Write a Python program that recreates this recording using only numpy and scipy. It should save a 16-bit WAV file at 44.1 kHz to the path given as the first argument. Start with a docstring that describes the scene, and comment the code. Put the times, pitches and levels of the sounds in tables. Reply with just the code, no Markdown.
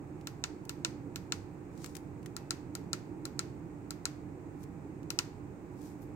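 """In a small workshop, a gloved finger works three little buttons on a motor drive's plastic panel.
Heard close up, the metal dome under each button snaps twice: going down and, louder, springing back.
Every snap makes the housing ring. The glove ticks and rustles on the plastic between the keys.
Ventilation fans hum steadily behind it, and the room adds a short echo to the clicks and the glove."""
import sys
import numpy as np
from scipy import signal
from scipy.fft import rfft, irfft, next_fast_len
from scipy.io import wavfile
from scipy.ndimage import map_coordinates

SR = 44100
rng = np.random.default_rng(int(sys.argv[2]) if len(sys.argv) > 2 else 0)


def to_wav(s):
    """Save 16-bit WAV."""
    ch = np.atleast_2d(s).T  # columns
    pcm = np.round(np.clip(ch, -1, 1) * 32767)  # PCM
    wavfile.write(sys.argv[1], SR, pcm.astype(np.int16))


N = 271215

# Levels in the tables are relative. 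A "lean" says how much louder the left side is than the right.
# each push of a button: down t/s, up t/s, key name, level/dB, treble slope of the release/(dB per octave)
KEYSTROKES = [(0.2717, 0.4395, "mode", -4.5, -21), (0.6941, 0.8483, "mode", -3, -10),
              (1.159, 1.3222, "mode", -3.5, -9), (2.3656, 2.5076, "arrow", -5, -4),
              (2.7522, 2.9313, "arrow", -5, -5), (3.254, 3.3923, "arrow", -5, -6.5),
              (3.907, 4.0548, "arrow", -5, -3), (5.1041, 5.1891, "set", -0.64, -4)]
# the side the fans are heard on: f/Hz, lean/dB
FAN_LEAN = [(30, -6), (100, -7.5), (300, -5.5), (600, -3), (1500, -4), (4000, -3), (12000, -2)]


def buttons(crack_db=-6, ring_db=0.32, rattle_db=-10, rattle_t60=0.042, attack_s=0.0004,
            lag_s=0.0001275, lid_s=0.0023, lid_db=-8.5, body_hz=2200, treble_hz=7200):
    """A snapping dome cracks; the housing rings and rattles. Returns the close sound and the room's share."""
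    key_names = ["mode", "arrow", "set"]  # in the order of the level columns below
    # the notes the housing rings at (t60 is the time to fade by 60 dB):
    # f/Hz, t60/s, mode key level/dB, arrow key level/dB, set key level/dB, lean/dB
    housing_notes = [(990, 0.1, -49.5, -60, -46.5, -18.5), (1340, 0.053, -34, -31.5, -33, -3.5),
                     (1450, 0.046, -36, -39.5, -39.5, -5), (1718, 0.051, -40.5, -43, -50, -3.5),
                     (2238, 0.014, -27.5, -34, -30.5, -5.5), (2280, 0.026, -40, -60, -60.5, -18),
                     (2550, 0.015, -24.5, -31.5, -22, 7.5), (2730, 0.0053, -15, -35, -14.5, 6),
                     (2905, 0.024, -30, -43, -28.5, -7.5), (3596, 0.029, -31.5, -74, -34, 2),
                     (4188, 0.0092, -21, -18, -14.5, 16), (4117, 0.0057, -43, -16, -16.5, 25.5),
                     (5100, 0.016, -26, -24, -20, 3.5), (5300, 0.015, -35, -49, -28, 3.5),
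                     (5980, 0.0038, -27.5, -34, -18, 27), (6460, 0.0021, -19.5, -21, -20, -23.5),
                     (7340, 0.0063, -20, -17, -24, -7), (7270, 0.0085, -14, -12, -37, 5.5),
                     (7880, 0.0011, -4, -8, -5.5, -4), (8800, 0.015, -67, -23, -25.5, 6.5),
                     (11200, 0.0037, -54.0, -24.5, -26, 6), (12000, 0.0093, -43.5, -61, -65, -19),
                     (12700, 0.0055, -33, -37, -47.5, -22), (14900, 0.0012, -55.0, -42, -27, -7)]
    crack_colour = [(150, -15.5), (500, -5), (1500, -15), (3200, -1), (4500, 0), (7500, 2.5), (9500, -9.5),
                    (12500, -6), (16000, -24.5)]  # the dome's own crack: f/Hz, level/dB
    casing_colour = [(200, -12), (700, -5.5), (1350, 2), (2100, 0), (2700, -0.5), (3300, -5.5), (4150, 1),
                     (5200, -1), (6500, 0), (8200, -3), (9800, -16.5), (13000, -11), (16000, -23)]  # the casing's many small notes blurred together: f/Hz, level/dB
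    crack_lean_db = {"mode": -1, "arrow": 6, "set": 7}
    crack, casing = impulse(crack_colour), impulse(casing_colour)
    t = np.arange(len(crack)) / SR
    hz, t60, *key_db, lean_db = np.transpose(housing_notes)
    fade = amp(-60 * t / t60[:, None]) * (1 - np.exp(-t / attack_s))
    # neighbouring notes start in opposite directions; higher ones reach left and right out of step
    start_phase = np.pi * np.arange(len(hz)) - np.outer([0, 1], 1.92 * np.tanh(hz / 1900))
    close, into_room = np.zeros((2, 2, N))
    for s, key, db, body_db, treble_slope, room_db in dome_snaps():
        # the finger never lands twice on quite the same spot
        phase = start_phase + 0.12 * rng.standard_normal(len(hz))
        notes = np.sin(2 * np.pi * hz[:, None] * t + phase[:, :, None]) * fade
        note_gains = amp(key_db[key_names.index(key)]) * pan(lean_db)
        ring = np.einsum("cm,cmt->ct", note_gains, notes)  # add up the notes on each side
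        # the keys are nearer the left, so the crack reaches the right later
        snap = filtered(pan(crack_lean_db[key]) * crack, lambda f: delay([0, lag_s], f))
        # the open lid throws it back a moment after
        snap = filtered(snap, lambda f: 1 + amp(lid_db) * delay(lid_s, f))
        jolts = rng.standard_normal((2, len(t))) * amp(-60 * t / rattle_t60)
        jolts /= np.linalg.norm(jolts[0])
        rattle = signal.fftconvolve(jolts, casing[None], axes=1)[:, :len(t)]
        click = amp(ring_db) * ring + amp(crack_db) * snap + amp(rattle_db) * rattle
        # a press is bright, a release duller
        body = lambda f: body_db / (1 + (f / body_hz) ** 6)
        treble = lambda f: treble_slope * np.log2(np.maximum(f / treble_hz, 1))
        touch = lambda f: amp(db + body(f) + treble(f))
        add(close, s, filtered(click, touch))
        add(into_room, s, amp(room_db) * filtered(np.array([casing, casing]), touch))
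    return close, into_room


def dome_snaps(press_db=-10, press_body_db=1.5, press_db_per_octave=9.5, press_room_db=2):
    """A dome snaps down, then back. Going down is weaker, but fuller, brighter and more echoing."""
    body_db = {"mode": 0.2, "arrow": 1.5, "set": -0.5}  # how hard each key drives the housing's low notes: key name, level/dB
    for down, up, key, db, release_slope in KEYSTROKES:
        yield down, key, db + press_db, body_db[key] + press_body_db, press_db_per_octave, press_room_db
        yield up, key, db, body_db[key], release_slope, 0


def thin_ring(hz=2600, db=-69, t60=1.3):
    """A faint metallic ring lingers after the first press of the arrow key."""
    pressed_at = next(down for down, up, key, *_ in KEYSTROKES if key == "arrow")
    age = np.clip(np.arange(N) / SR - pressed_at, 0, None)
    return np.sin(2 * np.pi * hz * age) * amp(db - 60 * age / t60)


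def glove_ticks(pop_size=0.51, gain_db=-2.0, chatter_db=-16.5, chatter_t60=0.022):
    """The rubber glove catches on the plastic and peels off with a tiny pop and a brief chatter."""
    ticks = [(0.212, -39, 0, -1), (0.6525, -34, 2, 4), (1.7766, -36.5, 4, 1), (1.8439, -19, 2, -1.3),
             (1.861, -24.5, 8, 2), (1.9521, -25.5, 12.5, 2), (1.955, -30, 3, 2.5), (1.967, -22, 7.5, 1.5),
             (2.23, -39, -2, 0), (2.2607, -24, 2, -1), (4.6378, -35, 6, 2), (5.031, -40, -9, -1.5),
             (5.8169, -38, 8, 5)]  # each catch: t/s, level/dB, lean/dB, brightness/(dB per octave)
    tick_colour = [(300, -21), (1200, 0.5), (2500, -0.5), (4000, -2), (7000, -1), (10000, -6.5),
                   (16000, -12.5)]  # the tone of a tick: f/Hz, level/dB
    out = np.zeros((2, N))
    for s, db, lean_db, brightness in ticks:
        pop = impulse([(hz, level + brightness * np.log2(hz)) for hz, level in tick_colour])
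        t = np.arange(len(pop)) / SR
        force = amp(chatter_db - 60 * t / chatter_t60) * rng.standard_normal((2, len(t)))
        force[:, 0] += pop_size
        tick = signal.fftconvolve(force, pop[None], axes=1)
        add(out, s, amp(db + gain_db) * pan(lean_db) * tick)
    return out


def glove_slides(gain_db=-2, grain_db=2.5, lean_db=2, swell_db=23.5):
    """The sliding glove rustles in fine, uneven grains, loudest when it moves fastest."""
    slides = [(1.84, -55.5, 0.13, 0.17, -12), (4.64, -61.5, 0.078, 0.012, -2),
              (5.858, -59, 0.16, 0.14, -5.5), (6.024, -67.5, 0.048, 0.078, 3)]  # each slide: fastest t/s, level/dB, rise/s, fall/s, swish over rub/dB
    rub_colour = [(800, -13), (2500, -9), (5500, 0), (8000, -0.5), (10000, -8), (16000, -22)]  # the broad rub of the finger pad: f/Hz, level/dB
    swish_colour = [(3000, -30), (7000, -5), (9500, 2), (13000, 7), (15500, 2), (16500, -12)]  # the thin swish of a light touch: f/Hz, level/dB
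    t = np.arange(N) / SR
    grain = amp(grain_db * wobble(500))
    rub = unit(filtered(rng.standard_normal((2, N)) * grain, lambda hz: amp(along(rub_colour, hz))))
    swish = unit(filtered(rng.standard_normal((2, N)) * grain, lambda hz: amp(along(swish_colour, hz))))
    out = np.zeros((2, N))
    for s, db, rise, fall, swish_db in slides:
        away = np.maximum((s - t) / rise, (t - s) / fall)  # 0 at the peak, 1 at either end
        out += (away < 1) * amp(db - swell_db * away) * (rub + amp(swish_db) * swish)
    return amp(gain_db) * pan(lean_db) * out


def workshop_echo(sound, tail_db=-16.5, early_db=-16, early_t60=0.1, delay_s=0.005):
    """Sound bounces off the bench and nearby gear at once, and off the walls in a short tail."""
    wall_fade = [(300, 0.35), (1500, 0.5), (5000, 0.38), (8000, 0.3), (10000, 0.3), (15000, 0.39)]  # how long the tail takes to fade by 60 dB: f/Hz, t60/s
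    hz, t, noise = signal.stft(rng.standard_normal((2, SR // 2)), SR, nperseg=256)
    tail = signal.istft(noise * amp(-60 * t / along(wall_fade, hz)[:, None]), SR, nperseg=256)[1]
    age = np.arange(tail.shape[1]) / SR
    early = rng.standard_normal(tail.shape) ** 3 * amp(-60 * age / early_t60)  # cubing makes it spiky
    echo = amp(tail_db) * tail / np.linalg.norm(tail[0])
    echo += amp(early_db) * early / np.linalg.norm(early[0])
    echo = np.pad(echo, ((0, 0), (round(delay_s * SR), 0)))
    return signal.fftconvolve(sound, echo, axes=1)[:, :N]


def ventilation(rumble_db=-45.5, wander_db=0.87, air_db=-57, tone_gain_db=-2, cutoff_hz=650):
    """Fans rumble through their ducts, with wavering tones and a soft rush of air."""
    rumble_colour = [(20, -46), (34, -38), (44, -7), (60, -12.5), (85, -3), (108, -1.5), (172, -1.5),
                     (215, -7.5), (255, -6.5), (285, 1), (330, -1), (380, -7.5), (450, -11), (600, -19.5)]  # the low rumble: f/Hz, level/dB
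    air_colour = [(400, -1.5), (620, -3.5), (850, 1.5), (1150, -5.5), (1600, -10.5), (2500, -14),
                  (3100, -27.5), (5900, -28), (6700, -22.5), (8700, -23.5), (9400, -36.5), (12000, -34.5),
                  (15800, -31), (16300, -55)]  # rushing air and faint hiss: f/Hz, level/dB
    fan_tones = [(140.0, -58), (296.1, -55), (360.7, -59.5), (802.1, -70)]  # the hum of fans and motors: f/Hz, level/dB
    t = np.arange(N) / SR
    duct = lambda hz: amp(along(rumble_colour, hz)) / np.sqrt(1 + (hz / cutoff_hz) ** 10)
    rumble = amp(rumble_db + wander_db * wobble(6)) * fan_noise(duct)
    air = amp(air_db) * fan_noise(lambda hz: amp(along(air_colour, hz)))
    hum = 0
    for hz, db in fan_tones:
        tone = np.sin(2 * np.pi * hz * t + 0.97 * wobble(7))
        tone *= amp(1.7 * wobble(4.93))
        hum += amp(db + tone_gain_db) * pan(along(FAN_LEAN, hz)) * unit(tone)
    return rumble + air + hum


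def fan_noise(gain, lead_s=0.00013):
    """Noise that fills the room: left and right are alike in the bass, unrelated in the treble."""
    likeness = [(40, 0.99), (130, 0.91), (330, 0.88), (640, 0.49), (1400, 0), (4000, 0)]  # how well the two sides match: f/Hz, likeness (0 to 1)
    width = lambda hz: np.arccos(np.clip(along(likeness, hz), -1, 1)) / 2
    shares = lambda hz: gain(hz) * [np.cos(width(hz)), np.sin(width(hz))]
    mid, side = filtered(rng.standard_normal((2, N)), shares)
    # the fans stand to the right: louder and earlier there
    arrival = lambda hz: pan(along(FAN_LEAN, hz)) * delay([lead_s, 0], hz)
    return unit(filtered(np.array([mid + side, mid - side]), arrival))


def amp(db):
    """Turn decibels into a factor to multiply by."""
    return 10 ** (np.asarray(db) / 20)


def unit(x):
    """Scale a sound to an average strength (rms) of 1."""
    return x / np.sqrt(np.mean(x ** 2) + 1e-20)


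def along(points, hz):
    """Read between the rows of an (f/Hz, value) table, on a log frequency scale."""
    freqs, values = np.transpose(points)
    return np.interp(np.log(hz + 1), np.log(freqs + 1), values)


def pan(lean_db):
    """Left and right gains for a given lean."""
    return amp(np.array([lean_db, -lean_db]).reshape(2, -1) / 2)


def delay(seconds, hz):
    """The filter response that makes a sound arrive later."""
    return np.exp(-2j * np.pi * np.outer(seconds, hz))


def wobble(rate):
    """A smooth curve through `rate` random values a second."""
    return map_coordinates(rng.standard_normal(int(N * rate / SR) + 4), [np.arange(N) * rate / SR])


def filtered(x, response):
    """Multiply each frequency in x by response(hz)."""
    n = x.shape[-1]
    padded = next_fast_len(2 * n)
    return irfft(rfft(x, padded) * response(np.fft.rfftfreq(padded, 1 / SR)), padded)[..., :n]


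def impulse(colour, size=4096):
    """A sharp click of energy 1, its tone set by an (f/Hz, level/dB) table."""
    cepstrum = irfft(np.log(amp(along(colour, np.fft.rfftfreq(size, 1 / SR)))))
    # folding it in half packs the energy at the start of the click
    cepstrum[1:size // 2] *= 2
    cepstrum[size // 2 + 1:] = 0
    pulse = irfft(np.exp(rfft(cepstrum)))
    return pulse / np.linalg.norm(pulse)


def add(track, s, sound):
    """Mix a stereo sound into the track at s seconds."""
    part = track[:, round(s * SR):][:, :sound.shape[1]]
    part += sound[:, :part.shape[1]]


def scene():
    """The hand at the panel, its echo and the hum behind it."""
    clicks, into_room = buttons()
    glove = glove_ticks() + glove_slides()
    return clicks + thin_ring() + glove + workshop_echo(into_room + glove) + ventilation()


def record(dry, top_hz=16600):
    """Cut away the very highest treble."""
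    return filtered(dry, lambda hz: hz < top_hz)


dry = scene()
out = record(dry)
to_wav(out)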